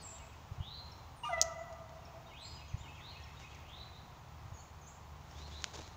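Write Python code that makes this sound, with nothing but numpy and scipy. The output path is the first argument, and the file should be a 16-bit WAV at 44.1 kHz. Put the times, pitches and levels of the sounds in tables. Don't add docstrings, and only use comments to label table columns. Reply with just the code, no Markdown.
import sys
import numpy as np
from scipy import signal
from scipy.fft import rfft, irfft
from scipy.io import wavfile
from scipy.ndimage import uniform_filter1d

SR = 44100
rng = np.random.default_rng(int(sys.argv[2]) if len(sys.argv) > 2 else 0)


def output_pcm(signal):
    pcm = np.clip(np.atleast_2d(signal).T, -1, 1) * 32767
    wavfile.write(sys.argv[1], SR, np.round(pcm).astype(np.int16))


N = 262836
T = np.arange(N) / SR

# t/s, level of the fundamental/dB, level of the 2nd harmonic/dB, level of the 3rd/dB
BAY_NOTE = [(1.292, -37.5, -43.5, -83.5), (1.312, -40.5, -53, -56), (1.336, -34.5, -48, -40),
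            (1.358, -53.5, -54.5, -43), (1.382, -32, -47, -42), (1.412, -35.5, -44, -43),
            (1.43, -40.5, -47, -55)]
# t/s, length/s, mid-note f/Hz, level/dB, 2nd and 3rd harmonic level against the fundamental/dB
CRACKED_NOTES = [(1.235, .018, 944, -40, -25, -4), (1.25, .036, 1210, -40, -13.5, -26)]
CRACK_RISE_HZ_PER_S, NOTE_EDGE_S = 500, 0.0027
BAY_HZ, BAY_DROP_HZ, BAY_SETTLE_S, BAY_TRIM_DB = 657.8, 105.7, 0.02183, -.6


def bay_notes():
    times, *levels = np.transpose(BAY_NOTE)
    hz = BAY_HZ + BAY_DROP_HZ * np.exp(-np.maximum(T - times[0], 0) / BAY_SETTLE_S)
    level_db = BAY_TRIM_DB + np.array([np.interp(T, times, level) for level in levels])
    notes = [(hz, undb(level_db) * gate(times[0], times[-1], NOTE_EDGE_S))]
    for s, length, mid_hz, db, second_db, third_db in CRACKED_NOTES:
        hz = mid_hz + CRACK_RISE_HZ_PER_S * np.clip(T - s - length / 2, -length, length)
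        level_db = db + np.array([[0], [second_db], [third_db]])
        notes.append((hz, undb(level_db) * gate(s, s + length, NOTE_EDGE_S)))
    return notes


RING_DB, RING_END_S = -59.5, .27


def hound(jitter=0.0068, upper_db=-26, hoarse_db=-19.5, slope_delay_s=.275, slope_db=-13):
    rasp = colour(rng.standard_normal(N), [(500, -22), (1000, 11), (1900, -21), (2950, 6),
                                           (3700, -5.5), (4400, -21), (5900, 1), (7500, -22)])
    waver, voice = 1 + jitter * walk(300), 0
    for hz, gains in bay_notes():
        phase = 2 * np.pi * np.cumsum(hz * waver) / SR
        main = sum(gain * np.sin(k * phase) for k, gain in enumerate(gains, 1))
        upper = sum(np.sin(k * phase) / (1 + (k * hz / 4000) ** 8) for k in (4, 5, 6))
        hoarse = undb(hoarse_db) * (hz / 1235) ** 2 * (1 + np.sin(phase)) * rasp
        voice = voice + main + gains[0] * (undb(upper_db) * upper + hoarse)
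    voice *= np.sqrt(2) * undb(walk(250))
    add(voice, slope_delay_s, undb(slope_db) * ring(voice, 1030, 540))
    earlier = np.sin(2 * np.pi * np.cumsum(BAY_HZ * (1 + 0.013 * walk(61))) / SR)
    voice += undb(RING_DB + 3.1 * walk(21.2)) * earlier * gate(-1, RING_END_S, .08)
    return woods(voice, wet_db=-3, t60=1.93, thicket_db=-8, thicket_t60=0.171, damping=0.58)


# t/s, level/dB, f of the crack/Hz, width of the crack/Hz, splintering level/dB
TWIG_SNAPS = [(1.334, -32, 6500, 4000, 1), (1.4150, 12, 6100, 3200, -7), (1.727, -30, 5970, 4844, -2),
              (3.548, -30.5, 6050, 3500, 1), (5.622, -23, 6000, 5000, -15), (5.6424, -2.5, 2980, 6660, -22)]
# f/Hz, width/Hz, level/dB
TWIG_MODES = [(1496, 250, -2), (3150, 270, -7.5), (4100, 280, -8), (6530, 580, -9.5)]


def twigs(splinter_s=0.013, tick_db=-19, thud_db=-16, dull_hz=9500):
    out = np.zeros(N)
    t = T[:SR // 20]
    for s, db, hz, width_hz, splinter_db in TWIG_SNAPS:
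        fibres = rng.standard_normal(len(t)) * undb(2.8 * rng.standard_normal(len(t)))
        fibres /= 1 + (t / splinter_s) ** 8
        force = signal.unit_impulse(len(t)) + undb(splinter_db) * fibres / np.linalg.norm(fibres)
        crack = ring(ring(force, hz, width_hz), hz, width_hz)
        body = undb(-0.5) * crack
        for mode_hz, mode_width_hz, mode_db in TWIG_MODES:
            body = body + undb(mode_db) * ring(crack, mode_hz, mode_width_hz)
        body = signal.lfilter(*signal.butter(2, dull_hz, fs=SR), body)
        tick = undb(tick_db) * (hz / 6000) ** 5 * ring(force, 12400, 3000)
        thud = undb(thud_db) * ring(force, 210, 210)
        add(out, s, undb(db) * (body + tick + thud))
    return woods(out, wet_db=-22, t60=1.2, thicket_db=-19.5, thicket_t60=0.54)


# t/s, length/s, crackle level/dB, low thud level against the crackle/dB
LEAF_SCUFFS = [(5.734, 0.033, -49.5, -23), (5.772, 0.023, -53, -11), (5.789, 0.0124, -56.5, 9.5),
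               (5.805, .012, -55, -8)]
# middle t/s, half length/s, level/dB
LEAF_STIRS = [(.05, 0.37, -65.5), (2.9, 0.87, -71.5), (3.48, .13, -67.5), (5.46, 0.15, -57.5),
              (5.64, 0.074, -58.5), (5.83, .1, -60)]
# f/Hz, relative level/dB
LEAF_SPECTRUM = [(200, 7), (600, 4.5), (1500, -1), (2500, -2), (4500, -2), (6800, -4), (11000, -18),
                 (16000, -32)]
RUSTLE_DB = -74


def leaves():
    grains = rng.standard_normal(N) * undb(3 * rng.exponential(size=N))
    crackle = colour(grains, LEAF_SPECTRUM)
    thud = unit(ring(ring(rng.standard_normal(N), 330, 340), 330, 340))
    push = (undb(RUSTLE_DB) + swells(LEAF_STIRS)) * undb(2 * walk(45))
    weight = np.zeros(N)
    for s, length, db, thud_db in LEAF_SCUFFS:
        scuff = undb(db) * signal.windows.tukey(int(length * SR), .2)
        add(push, s, scuff)
        add(weight, s, undb(thud_db) * scuff)
    return crackle * push + thud * weight


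# t of the peak/s, peak level/dB
HAND_BUMPS = [(.520, -32), (0.585, -36.5), (.608, -28), (2.746, -27), (2.813, -38), (4.421, -44),
              (4.46, -37.5), (4.524, -38)]
BUMP_HZ = 97.6


def bumps(cycles=0.39):
    out = np.zeros(N)
    t = T[:SR // 10] - .05
    rock = -np.cos(2 * np.pi * BUMP_HZ * t) * np.exp(-.5 * (t * BUMP_HZ / cycles) ** 2)
    for s, db in HAND_BUMPS:
        add(out, s + t[0], undb(db) * rock)
    return out


# t/s, held f/Hz, level/dB, warble depth/Hz, level change in the warble/dB
THIN_CALLS_NEAR = [(.018, 7280, -46, 550, -5), (1.161, 8250, -56.5, 1310, 1), (2.406, 7250, -56.5, 500, -8)]
THIN_LENGTH_S, THIN_FALL, THIN_SETTLE_S = .15, 0.24, .019
THIN_WARBLE_AFTER_S, THIN_WARBLE_RATE_HZ = .06, 30
# t/s, level/dB
FALLING_CHIPS = [(0.918, -55), (2.052, -57), (3.237, -56), (5.308, -61)]
CHIP_LENGTH_S, CHIP_START_HZ, CHIP_END_HZ = 0.0087, 5660, 5360
# t/s, length/s, f/Hz, level/dB
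EVEN_WHISTLES = [(0, 0.028, 4900, -61.5), (0, 0.032, 4420, -60.5), (2.447, .13, 4955, -56.5),
                 (3.19, .05, 1857, -61), (4.585, 0.028, 4420, -64.5), (4.667, .032, 4300, -71)]


def near_birds():
    out, t = np.zeros(N), T[:int(THIN_LENGTH_S * SR)]
    late = np.maximum(t - THIN_WARBLE_AFTER_S, 0)
    warble = np.sin(np.pi * THIN_WARBLE_RATE_HZ * late) ** 2
    for s, held_hz, db, warble_hz, warble_db in THIN_CALLS_NEAR:
        hz = held_hz * (1 + THIN_FALL * np.exp(-t / THIN_SETTLE_S)) + warble_hz * warble
        level_db = db + warble_db * np.minimum(late * THIN_WARBLE_RATE_HZ, 1)
        add(out, s, whistle(hz, level_db, tremble=.007))
    for s, db in FALLING_CHIPS:
        add(out, s, whistle(glide(CHIP_LENGTH_S, CHIP_START_HZ, CHIP_END_HZ), db))
    for s, length, hz, db in EVEN_WHISTLES:
        add(out, s, whistle(glide(length, hz, hz), db, tremble=.006))
    return woods(out, wet_db=-3, t60=1.27, thicket_db=-5.5, thicket_t60=0.34, direct_db=-2.5)


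# t from the motif's start/s, length/s, start f/Hz, middle f/Hz, end f/Hz, level/dB
WREN_MOTIF = [(0, .018, 3650, 3720, 3850, -4.5), (0.025, 0.038, 3270, 2890, 2870, -5.5),
              (.05, 0.025, 2235, 2140, 2280, -5.5), (0.072, 0.023, 2340, 2562, 2460, -0.5),
              (0.135, 0.026, 3100, 3330, 3100, -9.5), (0.162, .042, 2940, 2350, 1820, -6)]
# t/s, level/dB
WREN_REPEATS = [(0, -63), (.15, -61), (1.985, -66), (2.264, -57.5), (2.538, -57), (2.808, -55),
                (3.085, -55), (3.368, -55)]
WREN_SCATTER_DB = 1.2


def wren():
    out = np.zeros(N)
    for start, db in WREN_REPEATS:
        for s, length, *pitches, note_db in WREN_MOTIF:
            detune, force = rng.standard_normal(2)
            bend = np.polyfit([0, .5, 1], pitches, 2)
            hz = np.polyval(bend, np.linspace(0, 1, int(length * SR))) * (1 + .015 * detune)
            level_db = db + note_db + WREN_SCATTER_DB * force
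            add(out, start + s, whistle(hz, level_db, tremble=0.014))
    return woods(out, wet_db=-0.5, t60=3.1, thicket_db=-5, thicket_t60=0.21, direct_db=-2)


# t/s, length/s, start f/Hz, top f/Hz, level at the top/dB
RISING_WHISTLES = [(0.599, .215, 2747, 4166, -51.5), (2.331, .15, 2325, 4356, -52.5),
                   (3.002, 0.12, 3196, 4280, -54.5), (3.651, .19, 2453, 4016, -55),
                   (3.929, 0.055, 3500, 4120, -59.5), (5.345, 0.13, 3250, 4290, -60),
                   (5.514, 0.077, 3340, 4160, -53), (5.756, 0.094, 3400, 4220, -62)]
RISE_SWELL_DB_PER_OCTAVE, RISE_LEVELS_OFF_S = 12, .085
FLUTTER_DEPTH_HZ, FLUTTER_RATE_HZ = 135, 62
# t/s, length/s, start f/Hz, end f/Hz, level/dB
HIGH_SLURS = [(.838, .06, 6830, 7100, -77), (1.575, 0.04, 6480, 7000, -66),
              (2.681, 0.021, 7000, 5990, -63.5), (2.777, 0.04, 6750, 7330, -64.5),
              (4.536, .04, 6910, 6430, -63), (4.573, 0.043, 6440, 7120, -62.5),
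              (4.812, 0.032, 6900, 6180, -65), (4.863, 0.034, 6100, 7670, -58)]


def far_birds(strand_ratio=1.09, strand_db=-11):
    out = np.zeros(N)
    for s, length, start_hz, top_hz, db in RISING_WHISTLES:
        hz = glide(length, start_hz, top_hz, ease=max(1, length / RISE_LEVELS_OFF_S))
        level_db = db + RISE_SWELL_DB_PER_OCTAVE * np.log2(hz / top_hz)
        flutter = FLUTTER_DEPTH_HZ * np.sin(2 * np.pi * FLUTTER_RATE_HZ * T[:len(hz)])
        flutter *= np.linspace(1, 0, len(hz))
        add(out, s, whistle(hz + flutter, level_db, tremble=.008))
        add(out, s, whistle(strand_ratio * hz + flutter, level_db + strand_db, tremble=0.016))
    for s, length, start_hz, end_hz, db in HIGH_SLURS:
        add(out, s, whistle(glide(length, start_hz, end_hz, ease=1.75), db, tremble=0.017))
    return woods(out, wet_db=-1, t60=1.53, thicket_db=-0.5, thicket_t60=0.6, direct_db=-3)


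# f/Hz, relative level/dB
AIR_SPECTRUM = [(20, -20.5), (45, -6.5), (75, -1), (120, -2.5), (200, -14), (300, -18.5), (550, -19),
                (800, -12.5), (1050, -13), (1600, -23.5), (3200, -28.5), (7000, -36.5), (16000, -37.5)]
AIR_DB = -53.5
# middle t/s, half length/s, level/dB
HANDLING_SWELLS = [(1.45, 0.16, -63.5), (2.45, 0.4, -72), (4.45, 0.16, -64), (5.45, 0.18, -54.5)]
HUM_DB, HUM_OCTAVE_DB = -61, -65.5


def background(hum_hz=74):
    air = colour(rng.standard_normal(N), AIR_SPECTRUM) * undb(AIR_DB + .5 * walk(11))
    phase = 2 * np.pi * np.cumsum(hum_hz * (1 + 0.0246 * walk(9))) / SR
    low_gain = undb(HUM_DB) + swells(HANDLING_SWELLS)
    low = low_gain * undb(1.6 * walk(5.4)) * np.sin(phase)
    octave = undb(HUM_OCTAVE_DB) * undb(1.6 * walk(5.4)) * np.sin(2 * phase)
    return air + np.sqrt(2) * (low + octave)


def woods(x, wet_db, t60, thicket_db, thicket_t60, direct_db=0, damping=0.35):
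    response = 0
    for db, decay in ((wet_db, t60), (thicket_db, thicket_t60)):
        f, t, cells = signal.stft(rng.standard_normal(2 * SR), SR)
        loss = (np.maximum(f, 300)[:, None] / 1000) ** damping / decay
        fade = 1000 ** (-t * loss) * (1 - np.exp(-t / 0.0031))
        echoes = signal.istft(cells * fade, SR)[1]
        response = response + undb(db) * echoes * np.sqrt(2 * np.log(1000) / decay / SR)
    return undb(direct_db) * x + signal.fftconvolve(x, response)[:N]


def whistle(hz, db, tremble=.01):
    u = np.linspace(0, 1, len(hz))
    shake = np.interp(u, np.linspace(0, 1, 24), rng.standard_normal(24))
    tone = np.sin(2 * np.pi * np.cumsum(hz * (1 + tremble * shake)) / SR)
    return undb(db) * np.sqrt(2) * np.abs(np.sin(np.pi * u)) ** 0.14 * tone


def glide(length, start_hz, end_hz, ease=2.8):
    return end_hz + (start_hz - end_hz) * np.linspace(1, 0, int(length * SR)) ** ease


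def ring(x, hz, width_hz):
    return signal.lfilter(*signal.iirpeak(hz, hz / width_hz, fs=SR), x)


def colour(x, points):
    hz, db = np.transpose(points)
    f = np.maximum(np.fft.rfftfreq(len(x), 1 / SR), 1)
    gain = undb(np.interp(np.log(f), np.log(hz), db))
    return unit(irfft(rfft(x) * gain, len(x)))


def swells(table):
    return sum(undb(db) * np.exp(-((T - s) / half_length) ** 2) for s, half_length, db in table)


def gate(start, end, edge):
    return .5 + .5 * np.tanh(2 * np.minimum(T - start, end - T) / edge)


def walk(rate):
    k = int(SR / rate)
    steps = np.repeat(rng.standard_normal(N // k + 1), k)
    return 1.268 * uniform_filter1d(uniform_filter1d(steps, k), k)[:N]


def undb(db):
    return 10 ** (np.asarray(db) / 20)


def unit(x):
    return x / np.sqrt(np.mean(x ** 2))


def add(out, s, x):
    i = int(s * SR)
    out[i:i + len(x)] += x[:max(N - i, 0)]


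def scene():
    woodland = hound() + near_birds() + far_birds() + wren()
    close = twigs() + leaves() + bumps()
    return (woodland + close + background())[None]


# f/Hz, level/dB
TREBLE_RESPONSE = [(5000, -0.5), (6700, 2.5), (7400, -2.5), (8300, -11), (13600, -10.5), (14800, 1),
                   (16000, 2)]
TOP_HZ = 15550


def record(dry):
    hz, db = np.transpose(TREBLE_RESPONSE)
    gain = undb(np.interp(np.fft.rfftfreq(512, 1 / SR), hz, db))
    cepstrum = irfft(np.log(gain))
    treble = irfft(np.exp(rfft(cepstrum * np.r_[1, np.full(255, 2), np.zeros(256)])))
    top_cut = signal.ellip(10, .2, 70, TOP_HZ, fs=SR, output="sos")
    return signal.sosfilt(top_cut, signal.lfilter(treble, 1, dry))


dry = scene()
out = record(dry)
output_pcm(out)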